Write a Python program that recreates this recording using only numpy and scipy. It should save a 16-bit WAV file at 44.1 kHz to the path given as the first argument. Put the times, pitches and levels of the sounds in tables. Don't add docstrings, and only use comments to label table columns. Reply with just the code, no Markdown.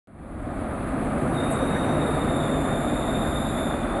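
import sys
import numpy as np
from scipy import signal
from scipy.fft import rfft, irfft
from scipy.io import wavfile

SR = 44100
rng = np.random.default_rng(int(sys.argv[2]) if len(sys.argv) > 2 else 0)


def waveform_to_disk(signal):
    frames = np.transpose(np.atleast_2d(signal))
    scaled = np.clip(frames, -1, 1) * 32767
    samples = np.round(scaled).astype(np.int16)
    wavfile.write(sys.argv[1], SR, samples)


N = 176400
TIME = np.arange(N) / SR
FREQS = np.arange(N // 2 + 1) * SR / N

# (frequency [Hz], relative density [dB per Hz])
RUMBLE_COLOUR = [(16, -80), (28, -55), (60, -52), (110, -56.5), (170, -60.5), (400, -67)]
ROAD_COLOUR = [(60, -93), (150, -58.5), (235, -49.5), (330, -53), (440, -60.5), (540, -56), (660, -54),
               (790, -59), (900, -64), (1020, -64), (1220, -61), (1700, -70), (2400, -76.5), (2950, -86.5),
               (3600, -85.5), (4300, -91.5), (5200, -98), (7000, -115)]
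HISS_COLOUR = [(4500, -115), (6000, -101), (6800, -97), (7800, -90), (9000, -84.5), (10000, -80),
               (10600, -82.5), (11400, -90.5), (12000, -104)]
NEAR_CAR_COLOUR = [(90, -73), (130, -49.5), (290, -69), (385, -59), (520, -58.5), (800, -69.5), (1600, -73),
                   (3000, -88)]
SIZZLE_COLOUR = [(9900, -100), (10500, -67), (10850, -72), (11400, -73.5), (11700, -83), (12100, -112)]
# (time [s], rumble [dB], road [dB], tyre hiss [dB])
PASSING_GAINS = [(0.1, 7.5, -4.5, -5.5), (0.5, 7, 1, -1), (1.0, 2, 1, 0), (1.5, 0, -0.7, 1),
                 (1.95, 0.5, 0.2, 1.5), (2.4, 0, 0, -0.5), (3.0, 1.5, -.5, -0.5), (3.55, 1, -1, -1.5),
                 (4.0, -1, -0.5, -3)]
# (pitch [Hz], width [Hz], relative level [dB], loudest at [s], spread of swell [s])
ENGINE_DRONES = [(150.2, 7.8, -36, 2.17, 1), (264.8, 14.7, -35.5, 1.85, 1), (246.4, 61, -31.5, 0.66, 0.63),
                 (217, 12, -36, 3.04, 0.15), (672, 30.2, -43, 2.9, 0.51)]
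# (pitch [Hz], width [Hz], relative level [dB], loudest at [s], spread of swell [s])
TRAM_WHINES = [(2459, 9, -60, 3.25, .7), (3830, 14, -58, 3.35, .22), (4916, 9, -71, 3.5, .33)]
# (time [s], spread [s], centre [Hz], width [Hz], relative level [dB])
HISS_PUFFS = [(0.165, .002, 9500, 1510, -47), (1.515, 0.01, 10300, 2400, -38.5),
              (1.524, 0.0067, 8150, 1000, -41), (1.543, 0.014, 8700, 1800, -43.5),
              (2.368, .002, 9800, 1976, -40)]
# (start [s], length [s], mid pitch [Hz], relative level [dB])
THIN_SQUEAKS = [(1.26, .09, 6000, -68), (1.59, .105, 5975, -62), (1.715, .11, 5940, -60),
                (1.845, .12, 5920, -60.5)]
# (time [s], level [dB])
SIZZLE_GAIN = [(1.5, -32), (2.1, -17), (2.9, -11), (3.3, -5.5), (3.65, -6), (3.85, -23), (4.0, -22)]
# (time [s], pitch [Hz], relative level [dB])
LEADING_WHEEL = [(1.325, 3765, -54), (1.385, 3700, -42), (1.46, 3712, -46.5), (1.68, 3735, -44),
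                 (1.8, 3708, -45), (1.96, 3718, -43), (2.27, 3675, -45), (2.39, 3690, -43),
                 (2.5, 3630, -44), (2.62, 3612, -45), (2.8, 3645, -45), (3.05, 3668, -43),
                 (3.18, 3657, -41), (3.6, 3658, -42.5), (3.78, 3622, -48), (3.9, 3600, -56),
                 (4.0, 3640, -46)]
# (time [s], pitch [Hz], relative level [dB])
TRAILING_WHEEL = [(1.35, 3580, -66), (1.55, 3570, -55), (2.15, 3560, -54), (2.33, 3520, -49.5),
                  (2.7, 3510, -48), (3.3, 3525, -47), (3.62, 3520, -46), (3.8, 3505, -51), (4.0, 3525, -53)]
# (time [s], overtone gain [dB])
FLANGE_BITE = [(1.35, -11), (1.9, -10.5), (2.3, -3.5), (2.7, -1), (3.2, -3.5), (3.65, -1.5), (3.8, -7),
               (4.0, -6)]
# (centre [Hz], width [Hz])
TREBLE_NOTCHES = [(5512, 1200), (11025, 600)]

SWELL_DB, SWELL_HZ, FLUTTER_DB, FLUTTER_HZ = 0.34, 12, 0.3, 88
NEAR_AT_S, NEAR_SPREAD_S = 1.79, 0.91
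SQUEAK_SAG_HZ_PER_S = 450
RUB_WIDTH_HZ = 153
LEADING_DB, TRAILING_DB = 0, -3.5
STREET_T60_S, FIRST_ECHO_S = 0.66, .012
SILENT_UNTIL_S = .073
GAIN_AT_ZERO, RISE_S_PER_UNIT_GAIN = 0.022, 1.543
CUTOFF_HZ = 12250


def from_db(db):
    return 10 ** (np.asarray(db) / 20)


def rms_one(x):
    return x / np.sqrt(np.mean(x ** 2) + 1e-20)


def in_time(rows):
    s, *columns = np.transpose(rows)
    return [np.interp(TIME, s, column) for column in columns]


def narrow_noise(hz, width_hz):
    resonance = 1 / (1 + (2 * (FREQS - hz) / width_hz) ** 2)
    return rms_one(irfft(rfft(rng.standard_normal(N)) * resonance, N))


def drift(rate_hz):
    size = N // 20
    hz = np.arange(size // 2 + 1) * SR / N
    slow = irfft(rfft(rng.standard_normal(size)) / (1 + (hz / rate_hz) ** 2), size)
    return np.interp(np.arange(N) / 20, np.arange(size), rms_one(slow))


def hump(s, spread_s):
    return np.exp(-.5 * ((TIME - s) / spread_s) ** 2)


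def roar(colour, patchy_db):
    hz, db = np.transpose(colour)
    gain = from_db(np.interp(np.log(FREQS + 1), np.log(hz), db, right=-200))
    shaped = rfft(rng.standard_normal(N)) * gain * np.sqrt(SR / 2)
    edges = np.append(0, np.geomspace(100, 14000, 12))
    out = 0
    for low, high in zip(edges, edges[1:]):
        if low < hz[-1]:
            band = irfft(shaped * (FREQS >= low) * (FREQS < high), N)
            out = out + band * from_db(patchy_db * drift(21))
    return out


def wavering_tones(rows):
    out = 0
    for hz, width_hz, db, s, spread_s in rows:
        phase = 2 * np.pi * np.cumsum(hz + .5 * width_hz * drift(7.6)) / SR
        blend = 0.76 * np.sin(phase) + 1.11 * narrow_noise(hz, width_hz)
        out = out + from_db(db) * hump(s, spread_s) * blend
    return out


def street(x, wet_db):
    tail = rng.standard_normal(N) * from_db(-60 * TIME / STREET_T60_S) * (TIME > FIRST_ECHO_S)
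    echoes = rms_one(signal.fftconvolve(x, tail)[:N]) * np.std(x)
    wet = from_db(wet_db)
    return (x + wet * echoes) / np.sqrt(1 + wet ** 2)


def traffic():
    rumble_db, road_db, hiss_db = in_time(PASSING_GAINS)
    uneven_db = SWELL_DB * drift(SWELL_HZ) + FLUTTER_DB * drift(FLUTTER_HZ)
    rumble = from_db(rumble_db) * roar(RUMBLE_COLOUR, patchy_db=0.36)
    road = from_db(road_db + uneven_db) * roar(ROAD_COLOUR, patchy_db=0.5)
    passing = from_db(uneven_db) * hump(NEAR_AT_S, NEAR_SPREAD_S)
    near_cars = passing * roar(NEAR_CAR_COLOUR, patchy_db=3.1)
    hiss = from_db(hiss_db + .7 * uneven_db) * roar(HISS_COLOUR, patchy_db=1.0)
    return rumble + road + near_cars + hiss


def engines():
    return wavering_tones(ENGINE_DRONES)


def tram_whines():
    return wavering_tones(TRAM_WHINES)


def spits():
    puffs = 0
    for s, spread_s, hz, width_hz, db in HISS_PUFFS:
        puffs = puffs + from_db(db) * hump(s, spread_s) * narrow_noise(hz, width_hz)
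    bright_band = signal.butter(8, [6600, 11500], "band", fs=SR, output="sos")
    return signal.sosfilt(bright_band, puffs)


def squeaks():
    out = 0
    for s, length_s, hz, db in THIN_SQUEAKS:
        pitch = hz - SQUEAK_SAG_HZ_PER_S * (TIME - s - length_s / 2) + 55 * drift(370)
        swell = np.sin(np.pi * np.clip((TIME - s) / length_s, 0, 1))
        level = from_db(db + 5.0 + 2.2 * drift(90)) * swell
        out = out + level * np.sin(2 * np.pi * np.cumsum(pitch) / SR)
    return street(out, wet_db=-10)


def flanges():
    db, = in_time(SIZZLE_GAIN)
    return from_db(db) * roar(SIZZLE_COLOUR, patchy_db=1.2)


def wheel(curve, jitter_hz, shudder_db, rub_db, second_db, third_db, wet_db):
    hz, db = in_time(curve)
    bite_db, = in_time(FLANGE_BITE)
    phase = 2 * np.pi * np.cumsum(hz + jitter_hz * drift(60)) / SR
    level = from_db(db + shudder_db * drift(35)) * (TIME > curve[0][0]) * np.sqrt(2)
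    rub = drift(RUB_WIDTH_HZ / 2) * np.sin(phase) + drift(RUB_WIDTH_HZ / 2) * np.cos(phase)
    second = from_db(second_db) * np.sin(2 * phase + 1.8 * drift(50))
    third = from_db(third_db) * np.sin(3 * phase + 2.1 * drift(50))
    squeal = 0.69 * np.sin(phase) + from_db(rub_db) * rub + from_db(bite_db) * (second + third)
    return street(level * squeal, wet_db)


def scene():
    background = traffic() + engines() + tram_whines() + spits()
    leading = wheel(LEADING_WHEEL, jitter_hz=17.2, shudder_db=1.5, rub_db=-9.0,
                    second_db=-7.5, third_db=-22, wet_db=-5)
    trailing = wheel(TRAILING_WHEEL, jitter_hz=32.9, shudder_db=2.3, rub_db=-5.5,
                     second_db=-5.0, third_db=-1.5, wet_db=0)
    wheels = from_db(LEADING_DB) * leading + from_db(TRAILING_DB) * trailing
    return (background + squeaks() + flanges() + wheels)[None]


def record(dry):
    fade = np.clip(GAIN_AT_ZERO + TIME / RISE_S_PER_UNIT_GAIN, 0, 1)
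    out = dry * fade * (TIME > SILENT_UNTIL_S)
    for hz, width_hz in TREBLE_NOTCHES:
        out = signal.lfilter(*signal.iirnotch(hz, hz / width_hz, fs=SR), out)
    top_cut = signal.ellip(10, .2, 80, CUTOFF_HZ, fs=SR, output="sos")
    return signal.sosfilt(top_cut, out)


dry = scene()
out = record(dry)
waveform_to_disk(out)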